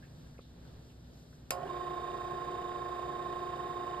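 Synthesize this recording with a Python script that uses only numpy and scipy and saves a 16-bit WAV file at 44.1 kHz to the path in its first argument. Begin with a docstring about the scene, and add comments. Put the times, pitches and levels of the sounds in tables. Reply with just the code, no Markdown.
"""An induction pump motor runs dry on a table in a quiet room, close to a phone, a hand on its metal cap.
After a few faint touches the switch snaps; the windings buzz with starting current and the rotor spins up.
Mains and rotor-slot tones then beat against each other over the rub of the shaft seal, which comes round
every turn with the ticks of loose parts. Room rumble and hiss lie underneath; all is heard in stereo."""
import sys
import numpy as np
from scipy import signal
from scipy.fft import rfft, irfft
from scipy.io import wavfile
from scipy.ndimage import uniform_filter1d

SR = 44100
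rng = np.random.default_rng(int(sys.argv[2]) if len(sys.argv) > 2 else 0)


def master(y):
    """Save y as 16-bit WAV."""
    cut = np.clip(np.atleast_2d(y).T, -1, 1)
    pcm = np.round(cut * 32767)  # scale
    wavfile.write(sys.argv[1], SR, pcm.astype(np.int16))


N = 176400

MAINS_HZ, SHAFT_HZ = 59.973, 29.5405
ON_S, CURRENT_RISE_S, SPIN_UP_S = 1.506, .015, .188
CREST_S = 2.318  # neighbouring motor tones crest together here
FIELD_RISE_POWER, TONE_RISE_POWER = 12, 1.3  # loudness grows as these powers of speed


def motor(t):
    """Current flows at once; the rotor gathers speed and settles just under half the mains rate."""
    current = np.clip((t - ON_S) / CURRENT_RISE_S, 0, 1)
    speed = np.clip((t - ON_S) / SPIN_UP_S, 0, 1) ** .97  # share of full speed
    turns = np.cumsum(SHAFT_HZ * speed * (1 + .0001 * walk(5))) / SR
    turns -= np.interp(CREST_S, t, turns)  # shaft angle counts from the crest
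    wave_phases = rng.random(64)
    tones = stator_hum(t, turns, speed, wave_phases) + rotor_tones(t, turns, speed, wave_phases)
    tones += bearing_whine(turns, speed) + starting_buzz(t, speed)
    whine = slot_flutter(t, turns, speed)
    return current * tones + whine + seal_rub(t, turns, speed, current) + rattle(turns, speed)


def motor_partial(t, turns, wave_phases, mains, shaft, db, pan_db):
    """A mains multiple plus a shaft multiple; neighbours share a magnetic wave and throb with slip."""
    hz = mains * MAINS_HZ + shaft * SHAFT_HZ
    phase = wave_phases[round(hz / (2 * MAINS_HZ))]
    return tone(mains * MAINS_HZ * (t - CREST_S) + shaft * turns + phase, hz, db, pan_db)


def stator_hum(t, turns, speed, wave_phases):
    """The stator's magnetic hum blooms as the rotor nears full speed."""
    # hum partials: mains_multiple, shaft_sideband, level_db, pan_db
    partials = [(6, 0, -62.8, -1), (10, 0, -63.2, -3), (12, -2, -67.4, -4), (12, -1, -55.8, -1),
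                (12, 0, -49.1, 2), (12, 1, -65.2, 1), (14, -1, -68.3, 5), (14, 0, -61.3, -1),
                (14, 1, -69.5, -4), (16, -1, -74, -3), (16, 0, -65.5, -5), (16, 1, -67, -8),
                (18, -1, -56.2, -9), (18, 0, -47.7, -10), (18, 1, -54.9, -17), (20, 0, -64.6, -11),
                (22, 0, -66.9, -2), (22, 1, -74.0, -2), (26, 0, -70.0, -4), (36, 0, -78, 1),
                (36, 1, -78, -4)]
    hum = sum(motor_partial(t, turns, wave_phases, *row) for row in partials)
    return speed ** FIELD_RISE_POWER * hum


def rotor_tones(t, turns, speed, wave_phases):
    """Tones of the rotor, its vanes and slots glide up, swelling through the housing's resonances."""
    # rotor partials: shaft_multiple, mains_sideband, relative_db, pan_db
    partials = [(10, 0, -64.2, 2), (12, 0, -46.8, 1), (16, 0, -58.5, -5), (20, 0, -63.6, -4),
                (24, 0, -68.4, 1), (28, 0, -61.5, 0), (38, -2, -66.6, -10), (39, -2, -66.9, -8),
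                (39, 0, -68.9, -15), (40, -4, -67, -6), (40, -2, -43.1, -16), (40, 2, -72.9, 1),
                (40, 4, -73.4, 0), (40, 6, -76, -4), (40, 12, -71, -3), (41, -4, -70.0, -7),
                (41, 0, -69.7, -6), (41, 2, -76.3, -6), (41, 8, -72, -2), (41, 10, -69.5, -3),
                (80, 0, -81.8, -3), (120, 0, -82, -2), (120, 4, -74, 3), (120, 6, -77.5, -5),
                (121, 4, -81.2, 6), (160, -2, -82, -15), (160, 2, -76.8, -3), (160, 4, -84.5, -9)]
    # housing resonances: frequency_hz, gain_db
    housing = [(200, -15), (320, -21), (354, -3), (390, 4.5), (470, -13), (530, -9), (600, -2), (650, 3),
               (720, 10), (810, -5), (980, -17), (1060, 2), (1200, -19), (3200, -47), (3700, -17)]
    out = 0
    for shaft, mains, db, pan_db in partials:
        gliding_hz = np.abs(mains * MAINS_HZ + shaft * SHAFT_HZ * speed)
        settled_hz = mains * MAINS_HZ + shaft * SHAFT_HZ
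        swell_db = at(housing, gliding_hz) - at(housing, settled_hz)
        out += motor_partial(t, turns, wave_phases, mains, shaft, db + swell_db, pan_db)
    return undb(.5) * speed ** TONE_RISE_POWER * out


def starting_buzz(t, speed):
    """Starting current buzzes in the windings and is gone at full speed."""
    # buzz harmonics: mains_multiple, relative_db
    harmonics = [(8, -72), (9, -46.5), (10, -53), (11, -56), (12, -43.5), (13, -57), (14, -55.5),
                 (17, -54.5), (18, -43), (20, -63), (22, -63), (24, -59), (26, -80)]
    out = 0
    for multiple, db in harmonics:
        hz = multiple * MAINS_HZ
        smear_cycles = .35 * rng.random()  # softens each jolt
        out += tone(hz * (t - ON_S) + smear_cycles, hz, db, pan_db=-8.5)
    return undb(.5) * np.clip((1 - speed) / .79, 0, 1) * out


def seal_rub(t, turns, speed, current):
    """One rough track passes the seal every turn, pressed twice a mains cycle, with fresh grit on top."""
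    # seal and bearings through the housing: frequency_hz, gain_db
    spectrum = [(150, -19.5), (260, -12), (330, -4), (385, 4), (460, -4.5), (600, -4.5), (850, -10),
                (1050, -17.5), (1250, -13), (1830, -12), (2030, -22), (2450, -19), (2700, -23.5),
                (3150, -21.5), (3700, -24.5), (4200, -30.5), (4950, -28.5), (5800, -35.5), (6900, -29.5),
                (7250, -33), (8000, -37.5), (10500, -36), (12500, -42.5), (16000, -41.5)]
    # stereo spread of the rub: frequency_hz, pan_db
    balance = [(200, -0.5), (400, 4.5), (550, -10.5), (750, 7.5), (1100, -1.5), (1800, -3.5), (2450, 3),
               (3150, -5.5), (4400, 2.5), (12000, -1)]
    repeating_share, grain_db, grain_samples = .25, .8, 40
    turn_samples = int(SR / SHAFT_HZ)
    place = (turns % 1 * turn_samples).astype(int)
    grains = undb(grain_db * rng.standard_normal(turn_samples // grain_samples + 1))
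    track = rng.standard_normal(turn_samples)[place]
    friction = np.sqrt(repeating_share) * track + np.sqrt(1 - repeating_share) * rng.standard_normal(N)
    pulsing = 1 + .08 * np.cos(2 * np.pi * turns) + .16 * np.cos(2 * np.pi * 2 * MAINS_HZ * t)
    pressure = unit(grains[place // grain_samples] * pulsing)
    heard = stereo(friction * pressure * current, rng.standard_normal((2, N)) * current)
    panned = irfft(rfft(heard) * pan(at(balance, bins())), N)
    return undb(-49.5) * unit(colour(panned, spectrum)) * current * (.41 + .59 * speed)


def slot_flutter(t, turns, speed):
    """Slot tones a shaft rate apart crest together, so their whine flutters once a turn."""
    # slot tones, twice the mains rate above a shaft multiple: shaft_multiple, level_db, pan_db
    partials = [(120, -67, 0), (121, -65, -5), (122, -79, -1)]
    carrier = 2 * MAINS_HZ * t + rng.random()
    since_crest = turns - .75
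    whine = sum(tone(carrier + shaft * since_crest, 2 * MAINS_HZ + shaft * SHAFT_HZ, db, pan_db)
                for shaft, db, pan_db in partials)
    return speed ** FIELD_RISE_POWER * whine


def bearing_whine(turns, speed):
    """Faint tones and the high whine of the bearings rise with the shaft."""
    # tones at full speed: pitch_hz, level_db
    partials = [(566.6, -66), (672.4, -68), (1094.8, -66), (2460.8, -79), (2605.4, -81), (3502.3, -80),
                (3623, -80), (4438, -84), (6794, -89), (6971, -90), (7058, -92), (7090, -92), (7235, -91),
                (7504, -91), (7682, -94), (8565, -95), (8802, -95), (9065, -95)]
    whine = sum(tone(hz / SHAFT_HZ * turns + rng.random(), hz, db) for hz, db in partials)
    return speed ** TONE_RISE_POWER * whine


def rattle(turns, speed):
    """Loose parts tick unevenly once a turn, each at its own shaft angle, and ring the housing."""
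    # loose parts: centre_hz, half_width_hz, level_db, angle_turns, t60_s
    parts = [(1760, 220, -69.5, .79, 0.017), (2930, 280, -70.5, .05, .013), (7250, 1700, -83, .81, 0.022)]
    out = 0
    for hz, width, db, angle, t60 in parts:
        since = turns - angle
        strengths = undb(1.8 * np.clip(rng.standard_normal(256), -2, 2))  # one for each turn
        envelope = strengths[np.floor(since).astype(int)] * decay(since % 1 / SHAFT_HZ, 0, t60)
        ticks = envelope * speed * rng.standard_normal(N)
        resonance = 1 / (1 + 1j * (bins() - hz) / width) ** 2
        out += undb(db) * unit(irfft(rfft(ticks) * channel_phase(bins()) * resonance, N))
    return out * pan(-3.5)


def switch(t):
    """The contact snaps and bounces, its spring rings and the room answers briefly."""
    # contact strikes: start_s, relative_db
    contacts = [(1.5066, -2.5), (1.5074, -5), (1.5082, -12)]
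    # colour of the snap: frequency_hz, gain_db
    snap_spectrum = [(120, -40), (200, -23), (730, 3.5), (950, -11), (1280, -4.5), (1800, -9), (2800, -4.5),
                     (3480, -15.5), (4900, -10), (5800, -12), (6900, -7.5), (7600, -15.5), (8600, -11.5),
                     (9400, -15), (10600, -4), (12000, -17), (13500, -24), (15500, -19)]
    # hard tick of the first contact: frequency_hz, gain_db
    tick_spectrum = [(2000, -15), (5000, 0), (7600, -7), (9000, 1), (11500, -1), (13500, -7), (15500, -5)]
    # ring of the spring: pitch_hz, level_db, t60_s
    modes = [(1290, -30.5, 0.013), (4900, -57, .055), (4963, -37, 0.098), (5130, -47, 0.052),
             (7150, -65, .1), (7989, -62, .08), (11630, -64, .08)]
    start = contacts[0][0]
    bounces = sum(undb(db) * decay(t, s, t60=.013) for s, db in contacts)
    crack = stereo_noise(snap_spectrum) * bounces
    tail = undb(-13) * stereo_noise(snap_spectrum) * decay(t, start, t60=.13)
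    ring = 0
    for hz, db, t60 in modes:
        swing = (channel_phase(hz) * np.exp(2j * np.pi * hz * (t - start))).imag
        ring += undb(db) * decay(t, start, t60) * swing
    strike = signal.unit_impulse(N, int(start * SR))
    tick = colour(stereo(strike, np.zeros((2, N))), tick_spectrum)
    return undb(-22.5) * (crack + tail) + ring + undb(-12.5) * tick


def hand_on_cap(t):
    """Fingers scuff and slide on the cap, and it gives one soft knock."""
    # finger scuffs: start_s, level_db, centre_hz, half_width_share (of the centre), t60_s
    touches = [(.022, -59, 1660, .2, 0.17), (.03, -65.5, 2400, 0.28, 0.2), (.261, -66, 1660, 0.23, .08),
               (.342, -64, 1610, 0.23, .12), (0.377, -63, 2300, .3, 0.11), (.389, -59, 1200, 0.2, 0.049),
               (.406, -65, 3830, 0.38, 0.48), (.415, -69, 8000, 0.22, 0.011), (.643, -65.5, 1410, 0.22, .2),
               (.67, -69, 4200, 0.44, 0.27), (.895, -67, 2850, 0.44, .14), (1.04, -72, 4140, 0.43, 0.43),
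               (1.13, -70, 4200, 0.5, 0.22), (1.255, -73, 4200, .4, .25), (1.324, -65.5, 1620, .3, 0.11)]
    knock_s, knock_hz, attack_s = .3905, 500, .005
    out = undb(-38) * decay(t, knock_s, t60=.018) * np.sin(2 * np.pi * knock_hz * (t - knock_s))
    for start, db, hz, width, t60 in touches:
        band = 1 / (1 + ((bins() / hz - 1) / width) ** 2) ** 2
        scuff = unit(irfft(rfft(rng.standard_normal((2, N))) * band, N))
        peak_s = start + attack_s
        envelope = np.clip((t - start) / attack_s, 0, 1) * decay(np.maximum(t, peak_s), peak_s, t60)
        out = out + undb(db) * envelope * scuff
    return out


def room(t):
    """Low rumble and hum of the building, with a faint hiss."""
    # colour of the rumble: frequency_hz, gain_db
    rumble_spectrum = [(22, -12.5), (31, -41), (40, -14.5), (55, -5), (72, -10.5), (88, -10), (120, -6.5),
                       (160, -1.5), (196, -12.5), (260, -13), (394, -17.5), (600, -21), (850, -28),
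                       (1200, -32), (1670, -32), (2200, -40), (3830, -36.5), (5000, -43), (6100, -67),
                       (15000, -76.5)]
    # stereo width of the rumble: frequency_hz, side_minus_mid_db
    width = [(25, -28), (60, -24), (110, -19), (200, -13), (380, -6), (1200, -1), (12000, 0)]
    # colour of the hiss: frequency_hz, gain_db
    hiss_spectrum = [(1500, -32), (2700, -12.5), (3800, -2), (5000, -1.5), (6000, -1.5), (8000, -8.5),
                     (12000, -10), (15000, -15.5)]
    # steady hum: pitch_hz, level_db
    hum_tones = [(59.3, -61), (67.9, -62), (98.5, -67.5), (119.9, -63.5), (147.5, -64), (246, -64.5)]
    mid, side = colour(rng.standard_normal((2, N)), rumble_spectrum)
    rumble = unit(mid + np.array([[1], [-1]]) * colour(side, width)) * undb(-55.5 + 1.57 * walk(5.8))
    hiss = stereo_noise(hiss_spectrum) * undb(-71.5 + 1.05 * walk(13))
    return rumble + hiss + sum(tone(hz * t + rng.random(), hz, db) for hz, db in hum_tones)


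def channel_phase(hz):
    """The phone's left and right channels are out of step, by a phase that varies with frequency."""
    # phase between the channels: frequency_hz, left_lead_rad
    phase_curve = [(0, 0), (150, 0), (360, -.65), (720, -.9), (900, -1.1), (1080, -.2), (1800, .1),
                   (2400, 1.8), (3700, 1.3), (4200, 1.2), (4800, .4), (5500, 2.6), (6200, 3.3), (7600, 6),
                   (8300, 6.4), (9000, 7.3), (9650, 9.2), (11000, 9.8), (11700, 11.9), (13100, 12.8),
                   (13800, 15.4), (15500, 15.7)]
    left_lead = np.interp(hz, *np.transpose(phase_curve))
    return np.exp(.5j * np.array([[1], [-1]]) * left_lead)


def stereo(direct, scattered):
    """Direct sound takes the phone's channel phase; scattered sound differs per side and is duller."""
    # colour of the scattered sound: frequency_hz, gain_db
    diffuse = [(200, -6.5), (2000, -5), (4500, -5.5), (6500, -24.5), (15000, -19)]
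    return irfft(rfft(direct) * channel_phase(bins()), N) + colour(scattered, diffuse)


def stereo_noise(spectrum):
    """Coloured noise of rms 1, partly shared by the two channels."""
    return unit(colour(stereo(rng.standard_normal(N), rng.standard_normal((2, N))), spectrum))


def tone(cycles, hz, db, pan_db=0.):
    """One slightly wavering partial; cycles drives its pitch, hz sets its phase between the channels."""
    swing = (channel_phase(hz) * pan(pan_db) * np.exp(2j * np.pi * cycles)).real
    return np.sqrt(2) * undb(db + .4 * walk(6.03)) * swing


def pan(db):
    """Left and right gains of constant total power; db is left minus right."""
    gains = undb(np.array([db, -db]).reshape(2, -1) / 2)
    return gains / np.sqrt(np.mean(gains ** 2, axis=0))


def walk(rate_hz):
    """Smooth random drift of rms 1."""
    step = int(SR / rate_hz)
    stairs = np.repeat(rng.standard_normal(N // step + 2), step)
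    return unit(uniform_filter1d(stairs, step)[:N])


def decay(t, start, t60):
    """Sudden start, then a fall of 60 dB every t60 seconds."""
    return (t >= start) * np.exp(-np.log(1000) * np.maximum(t - start, 0) / t60)


def colour(x, points):
    """Filter by (Hz, dB) points."""
    return irfft(rfft(x) * undb(at(points, bins())), N)


def at(points, hz):
    """Read (Hz, value) points on a log-frequency axis."""
    point_hz, values = np.transpose(points)
    return np.interp(np.log(hz + 1), np.log(point_hz + 1), values)


def bins():
    """Frequencies of the spectrum in Hz."""
    return np.arange(N // 2 + 1) * SR / N


def undb(db):
    """Decibels to gain."""
    return 10 ** (np.asarray(db) / 20)


def unit(x):
    """Scale to rms 1."""
    return x / np.sqrt(np.mean(x ** 2))


def scene():
    """Motor, switch, hand and room at the phone."""
    t = np.arange(N) / SR
    return motor(t) + switch(t) + hand_on_cap(t) + room(t)


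def record(dry):
    """The phone cuts the treble steeply above 15.7 kHz."""
    return signal.sosfilt(signal.ellip(8, .2, 70, 15700, fs=SR, output="sos"), dry)


dry = scene()
out = record(dry)
master(out)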